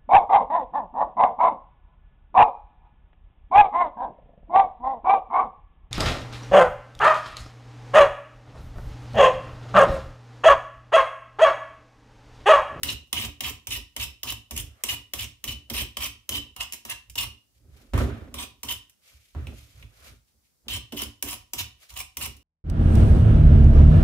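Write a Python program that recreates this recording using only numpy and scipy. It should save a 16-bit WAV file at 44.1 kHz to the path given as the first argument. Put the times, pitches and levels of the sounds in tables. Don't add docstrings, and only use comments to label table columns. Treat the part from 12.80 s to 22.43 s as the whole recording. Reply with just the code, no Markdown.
import sys
import numpy as np
from scipy import signal
from scipy.fft import rfft, irfft, next_fast_len
from scipy.io import wavfile
from scipy.ndimage import uniform_filter1d, map_coordinates

SR = 44100
rng = np.random.default_rng(int(sys.argv[2]) if len(sys.argv) > 2 else 0)


def volts(x):
    e = np.asarray(x, float) / 20
    return 10 ** e


def pcm_store(signal):
    levels = np.round(np.clip(np.atleast_2d(signal), -1, 1) * 32767)
    wavfile.write(sys.argv[1], SR, levels.astype(np.int16).T)


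N = 424683

# f/Hz, density/dB
TEAR_SPECTRUM = [(710, -28), (1500, -20), (2830, -4), (4360, -17.5), (5300, -6), (6160, -7.5), (11300, -9),
                 (16000, -10)]
# f/Hz, width/Hz, level/dB
FORK_MODES = [(2030, 700, -4.5), (2552, 484, 3), (3720, 510, -8.5)]
# f/Hz, gain/dB
FORK_LOW_CUT = [(1600, -9), (2100, -0.5)]
# f/Hz, width/Hz, level/dB
FLESH_MODES = [(540, 110, -9), (743, 45, 2), (954, 65, 5), (1159, 180, 2)]
# f/Hz, width/Hz, level/dB
BOARD_MODES = [(228, 19.3, 2), (290, 11.7, 2), (350.5, 47, -7.5), (407, 28.7, -5), (531, 110, -12)]


def peeler():
    hiss_db, blade_db, flesh_db = cuts()
    crack, strike, knock = bites()
    rattle = grit(spiky_db=0.86, lumpy_db=0.74, rate_hz=300)
    snaps = patchy(grit(spiky_db=2.5, lumpy_db=3.0, rate_hz=250), depth_db=4.5, bins=4, frames=5)
    chatter = patchy(grit(spiky_db=2.5, lumpy_db=2.5, rate_hz=78), depth_db=2.5, bins=2, frames=12)

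    hiss = volts(hiss_db - 0.5) * coloured(snaps, TEAR_SPECTRUM)
    hiss += crack * coloured(rattle, TEAR_SPECTRUM)

    shake = volts(blade_db - 6.5) * chatter + strike * rattle
    blade = volts(-4.5) * ringing(shake, FORK_MODES)
    blade += volts(10.5) * sing(shake, width_hz=608, follow=0.21)
    blade += volts(16) * sing(shake, width_hz=51, follow=1.5)
    blade = filtered(blade, lambda hz: volts(along(FORK_LOW_CUT, hz)))

    press = volts(flesh_db - 6.5) * grit(spiky_db=2.0, lumpy_db=2.5, rate_hz=90)
    thump = knock * rattle
    flesh = ringing(press + thump, FLESH_MODES)
    return hiss + blade + flesh + volts(-3.0) * ringing(thump, BOARD_MODES)


# landing t/s, slide before bite t/s, cut t/s, tearing hiss level/dB
STROKES = [(0.0322, 0.044, 0.054, -37), (0.3284, 0.032, 0.096, -37), (.606, 0.023, 0.065, -36),
           (0.8703, 0.028, 0.074, -34.5), (1.1637, 0.026, 0.055, -34.5), (1.4319, 0.034, 0.059, -36.5),
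           (1.709, 0.044, 0.055, -33.5), (2.0367, 0.043, 0.06, -32.5), (2.3354, 0.046, 0.064, -36),
           (2.6399, .028, 0.06, -37.5), (2.899, 0.032, 0.094, -34), (3.1693, 0.029, 0.068, -33),
           (3.4911, 0.023, 0.066, -35.5), (3.763, 0.031, 0.041, -37.5), (3.923, 0.0085, .012, -42),
           (4.0506, 0.037, 0.037, -37.5), (4.355, 0.016, .07, -32.5), (5.541, 0.037, 0.058, -38),
           (5.8316, 0.05, 0.047, -33.5), (7.8821, 0.0054, 0.083, -38), (8.1218, 0.041, 0.075, -37.5),
           (8.4251, 0.044, 0.072, -33), (8.734, 0.043, 0.036, -30.5), (9.103, 0.052, 0.056, -36),
           (9.3697, 0.032, 0.061, -31)]
# table boom/dB, board/dB, flesh over hiss/dB, blade over hiss/dB
PUSHES = [(-40, -49, -11.5, 2.5), (-41, -46, -6.5, 7), (-42, -47.5, -8.5, 6), (-43, -55, -13.5, 1.5),
          (-42.5, -54, -10, 4), (-45, -53, -9, 2.5), (-39.5, -48, -17, -6), (-45, -50.5, -10, 0),
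          (-44.5, -56, -11, 0.5), (-42, -50, -10, 1.5), (-40, -46, -9.5, 2), (-44.5, -52.5, -8, 0),
          (-41.5, -46, -12.5, 1), (-51, -63.5, -3, 1.5), (-64, -58, -11, -8), (-51, -60, -5, 5),
          (-44, -52, -9, -0.5), (-45, -48, -5.5, 0), (-49.5, -52.5, -6, -2), (-39, -52.5, -9, 3),
          (-45.5, -49, -8.5, -1), (-48, -54.5, -10.5, -7), (-42.5, -55, -11.5, -1),
          (-53.5, -69, -7.5, -3.5), (-43.5, -48, -10.5, -2.5)]


def cuts():
    bite_s, lift_s, lift_db = 0.011, LIFT_S, -32.5
    stage = [0, 0, 1, 2, 2]
    blade_over_hiss_db = np.take((3, 10, 5), stage)
    flesh_over_hiss_db = np.take((7, 2.5, 1.5), stage)
    shapes = []
    for (s, slide, cut, db), (land_db, *_), (*_, flesh_db, blade_db) in zip(STROKES, LANDINGS, PUSHES):
        slide_db = -45 + 0.53 * (land_db + 22)
        hiss = np.array([slide_db, slide_db, db + 1, db + 1, db + lift_db])
        times = s + np.cumsum([0, slide, bite_s, cut - bite_s, lift_s])
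        blade = hiss + blade_db + blade_over_hiss_db
        flesh = hiss + flesh_db + flesh_over_hiss_db
        shapes.append(np.transpose([times, hiss, blade, flesh]))
    return curves(shapes)


# peak/dB, blade over peak/dB, flesh over peak/dB
LANDINGS = [(-12.5, -4.5, -22), (-13, 0, -9), (-18, -2.5, -18), (-23, -14, -17), (-22.5, -0.5, -11.5),
            (-21.5, -3.5, -14.5), (-25.5, -10, -12), (-10.5, -25, -21.5), (-15.5, -6.5, -15.5),
            (-21.5, -7.5, -14), (-23, 0, -14), (-20.5, -2, -11.5), (-15.5, -14, -17.5), (-32, -5, -5.5),
            (-25, -18, -31), (-30, -10, -8), (-25, -10.5, -15), (-27, -22.5, -6.5), (-23, -14, -16.5),
            (-31, 7.5, -9), (-32, -0.5, -13), (-14.5, -29, -20), (-17, -22, -17.5), (-38, -8, -25),
            (-19.5, -30, -20.5)]
# t/s, peak/dB, blade over peak/dB, flesh over peak/dB
CATCHES = [(0.4493, -26.5, -1, -18), (1.7763, -18, -16, -32), (3.8069, -28, 7, -28),
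           (3.9339, -24, -12, -25), (4.298, -34.5, -20, -44), (.272, -58, -20, -15),
           (0.697, -25.5, -10, -29), (4.3788, -27, -2, -32), (5.137, -37.5, 9, 13.5), (5.1766, -31, 7, 8.5),
           (5.886, -33.5, 9.5, -12), (6.0961, -45.5, -20.5, -36), (6.547, -58, 1, 16),
           (6.669, -42, 10, -11), (7.025, -52.5, 17, -5), (8.218, -18.5, -14, -9.5), (8.789, -24, -20, -27),
           (9.5665, -45, -11.5, -24)]


def bites():
    bursts = np.zeros((3, N + SR))
    t = np.arange(SR // 10) / SR
    edge = 1 - np.exp(-t / .0006)
    early = 1 + 0.49 * volts(-60 * t / .015)
    landings = [(stroke[0], *hit) for stroke, hit in zip(STROKES, LANDINGS)]
    for s, db, ring_db, knock_db in landings + CATCHES:
        t60_s = min(.036 * volts(-.3 * (db + 22)), .045)
        burst = volts(db - 4.0 - 60 * t / t60_s) * edge * early
        bursts[:, round(s * SR):][:, :len(t)] += volts([[0], [ring_db], [knock_db]]) * burst
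    return bursts[:, :N]


LIFT_S = 0.026
# f/Hz, level/dB
BLADE_NOTES = [(2900, 3), (3006, -7), (2970, -10), (3000, -2), (2975, -4.5), (3000, -0.5), (2870, -2.5),
               (2935, -1), (3010, -1), (2990, 0), (3070, -5), (3120, -6.5), (3050, 4), (2835, 5),
               (2750, -11), (2740, -1), (2876, 4), (3500, -5.5), (3055, 3.5), (3106, 2), (3013, 3),
               (3050, -6), (3010, -3), (2960, -1), (2880, -3)]


def sing(force, width_hz, follow):
    out = np.zeros_like(force)
    for (s, slide, cut, _), (hz, db) in zip(STROKES, BLADE_NOTES):
        start, stop = round(s * SR), round((s + slide + cut + LIFT_S) * SR)
        push = np.pad(force[:, start:stop], ((0, 0), (0, SR // 4)))[:, :N - start]
        b, a = signal.iirpeak(hz, hz / width_hz, SR)
        out[:, start:start + push.shape[1]] += volts(follow * db) * signal.lfilter(b, a, push)
    return out


# t/s, peak/dB
DROPS = [
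    (5.136, -11.5),
    (5.178, -17),
    (6.55, -27.5),
    (6.672, -29.5),
]
# peak t/s, rise t/s, fall t/s, boom/dB,
# board/dB
SHIFTS = [(.02, 0.3, .2, -47.5, -54), (4.3, .12, 0.31, -50, -69.5), (4.88, .3, 0.43, -49.5, -64),
          (5.02, 0.53, .3, -61, -59), (5.139, .004, 0.67, -25.5, -27.5), (5.2, .03, 0.42, -24, -28.5),
          (5.36, .1, .3, -40, -42.5), (5.545, .005, 0.11, -62, -40), (5.836, .005, 0.12, -60, -40),
          (6.33, 0.059, 0.21, -57.5, -71.5), (6.553, 0.0048, 0.45, -29, -42.5),
          (6.69, 0.14, 0.22, -45, -43), (6.96, 0.15, 0.33, -48, -71), (7.03, .15, 0.24, -46, -61),
          (7.32, 0.51, .18, -48.5, -61.5), (7.56, 0.29, 0.33, -70.5, -81), (7.87, 0.069, .2, -47.5, -50.5),
          (8.124, 0.0031, .2, -60, -35.5), (8.426, 0.0034, 0.14, -60, -35), (9.12, 0.066, 0.18, -48, -74)]
# f/Hz, width/Hz, level/dB
TABLE_MODES = [(51.5, 16, 0.5), (74.3, 15.3, 1.5), (107.1, 11, -1), (125.3, 24.2, -8), (156, 23.7, -15)]


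def table():
    boom_db, board_db = curves(leans() + swells(SHIFTS))
    blows = np.zeros((2, N))
    for s, db in DROPS:
        blows[0, round(s * SR)] = volts(db)
    boom_force = volts(boom_db + 2.02) * grit(spiky_db=2.0, lumpy_db=0.55, rate_hz=29)
    board_force = volts(board_db + 0.42) * grit(spiky_db=1.0, lumpy_db=3, rate_hz=60)
    boom = ringing(boom_force + volts(26) * blows, TABLE_MODES)
    board = ringing(board_force + volts(9) * blows, BOARD_MODES)
    boom = ports(boom, pan_db=-3.0, lag=1.8, alike=0.97, order=1)
    return boom + ports(board, pan_db=-2.5, lag=1.6, alike=0.81, order=1)


def leans():
    early_s, lean_s, ease_s = 0.0087, 0.014, 0.19
    shapes = []
    for (s, slide, cut, _), (boom_db, board_db, *_) in zip(STROKES, PUSHES):
        times = s - early_s + np.cumsum([0, lean_s, early_s + slide + cut - lean_s, ease_s])
        boom = boom_db + np.array([-16, 0, 0, -35])
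        board = board_db + np.array([-16, 0, 0, -34.5])
        shapes.append(np.transpose([times, boom, board]))
    return shapes


# peak t/s, rise t/s, fall t/s, rub/dB, dull part/dB
HAND_MOVES = [(4.76, .15, .25, -69.5, -87), (4.966, 0.22, 0.74, -60.5, -65.5), (5.14, .005, .3, -43, -36),
              (5.19, 0.068, 0.22, -36.5, -33), (5.3, .1, 0.42, -57.5, -44.5),
              (6.28, 0.18, 0.55, -54.5, -67.5), (6.45, 0.55, 0.77, -61.5, -82.5),
              (6.555, .01, 0.76, -66, -53.5), (6.79, 0.79, 0.82, -54, -74), (7.0, .3, 0.29, -56.5, -63.5),
              (7.2, 0.071, 0.33, -57, -67.5), (7.278, 0.42, 0.18, -49, -54.5), (2.01, .4, 0.12, -68, -62),
              (7.49, 0.11, 0.11, -68, -90), (7.66, .15, 0.17, -68.5, -88), (9.03, 0.11, 0.16, -51, -63.5),
              (9.095, 0.033, .1, -46.5, -67)]
# f/Hz, density/dB
SKIN_SPECTRUM = [(1180, -29), (2000, -6), (2180, -3.5), (2440, -3), (13100, -12), (16000, -19.5)]
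# f/Hz, density/dB
ROLL_SPECTRUM = [(260, -19), (450, -1.5), (698, 1), (853, -8.5), (1310, 0.5), (4000, -15.5), (5200, -39),
                 (8800, -120)]


def hands():
    rub_db, dull_db = curves(swells(HAND_MOVES))
    rub = coloured(grit(spiky_db=3.0, lumpy_db=2.0, rate_hz=100), SKIN_SPECTRUM)
    crush = coloured(grit(spiky_db=0.3, lumpy_db=1.0, rate_hz=70), ROLL_SPECTRUM)
    return volts(rub_db - 2.15) * rub + volts(dull_db) * crush


# f/Hz, t60/s
KITCHEN_T60 = [(150, 0.12), (1000, 0.32), (3000, 0.33), (6000, 0.28), (15000, 0.18)]


def kitchen(x):
    hz, t, z = signal.stft(rng.standard_normal((2, SR // 2)), SR, nperseg=256)
    decay = volts(-60 * t / along(KITCHEN_T60, hz)[:, None])
    tail = signal.istft(z * decay, SR, nperseg=256)[1]
    delayed = np.pad(x, (130, 0))[None]
    return signal.fftconvolve(delayed, tail / np.linalg.norm(tail[0]), axes=1)[:, :N]


# f/Hz, density/dB
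HUSH_SPECTRUM = [(18, -43), (30, -29), (71, -5.5), (266, -14.5), (374, -18), (2830, -29.5), (4910, -21),
                 (16000, -26)]


def hush():
    return volts(-71.5) * coloured(rng.standard_normal((2, N)), HUSH_SPECTRUM)


def unit(x):
    return x / np.sqrt(np.mean(x ** 2) + 1e-20)


def along(points, hz):
    f, v = np.transpose(points)
    return np.interp(np.log(hz + 1), np.log(f + 1), v)


def swells(rows):
    shapes = []
    for s, rise, fall, a, b in rows:
        shapes.append([(s - rise, a - 44, b - 44), (s, a, b), (s + fall, a - 44, b - 44)])
    return shapes


def curves(shapes):
    out = np.full((len(shapes[0][0]) - 1, N), -120.)
    for rows in shapes:
        s, *cols = np.transpose(rows)
        n = np.arange(max(round(s[0] * SR), 0), min(round(s[-1] * SR), N))
        out[:, n] = np.maximum(out[:, n], [np.interp(n / SR, s, c) for c in cols])
    return out


def wobble(rate_hz):
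    coarse = np.arange(0, N + 16, 16)
    knots = rng.standard_normal(int(N * rate_hz / SR) + 4)
    return np.interp(np.arange(N), coarse, map_coordinates(knots, [coarse * rate_hz / SR]))


def grit(spiky_db, lumpy_db, rate_hz):
    spikes = np.minimum(rng.exponential(size=N), 5)
    sizes = volts(spiky_db * spikes + lumpy_db * wobble(rate_hz))
    return unit(sizes * rng.standard_normal((2, N)))


def patchy(x, depth_db, bins, frames):
    z = signal.stft(x, nperseg=256)[2]
    field = rng.standard_normal(z.shape[1:])
    field = uniform_filter1d(field, size=bins, axis=0)
    field = uniform_filter1d(field, size=frames, axis=1)
    return unit(signal.istft(z * volts(depth_db * unit(field)), nperseg=256)[1][:, :N])


def filtered(x, response):
    m = next_fast_len(N + SR // 2)
    return irfft(rfft(x, m) * response(np.fft.rfftfreq(m, 1 / SR)), m)[..., :N]


def coloured(x, spectrum):
    return unit(filtered(x, lambda hz: volts(along(spectrum, hz))))


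def ringing(force, modes):
    def body(f):
        total = 0
        for k, (centre, width, db) in enumerate(modes):
            damping = 1j * f * width
            total = total + (-1) ** k * volts(db) * damping / (centre ** 2 - f * f + damping)
        return total
    return filtered(force, body) / np.sqrt(np.mean(abs(body(np.arange(SR // 2))) ** 2))


def ports(x, pan_db, lag, alike, order=3):
    turn = np.arccos(np.clip(alike, 0, 1)) / 2
    pair = np.cos(turn) * x[0] + np.sin(turn) * x[1] * np.array([[1], [-1]])
    n = np.arange(N)
    left = map_coordinates(pair[0], [n + lag / 2], order=order)
    right = map_coordinates(pair[1], [n - lag / 2], order=order)
    return volts([[pan_db / 2], [-pan_db / 2]]) * [left, right]


def scene():
    blade, skin = peeler(), hands()
    drift = 3.92 + 1.4 * wobble(6)
    near = ports(blade, pan_db=-1.5, lag=drift, alike=0.49)
    near = near + ports(skin, pan_db=-0.5, lag=7.4, alike=0.25)
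    room = volts([[-7.5], [-5.5]]) * kitchen(blade[0]) + volts(-8) * kitchen(skin[0])
    return near + room + table() + hush()


def low_pass(x):
    return signal.sosfilt(signal.butter(12, 17020, fs=SR, output="sos"), x)


# f/Hz, gain/dB
MIC_RESPONSE = [(30, -26), (44, -4), (60, 0), (8000, -0.1), (15600, 1.5), (15900, -29.5), (17500, -39.5)]


def record(dry):
    mix = filtered(dry, lambda hz: volts(along(MIC_RESPONSE, hz)))
    return low_pass(mix)


dry = scene()
out = record(dry)
pcm_store(out)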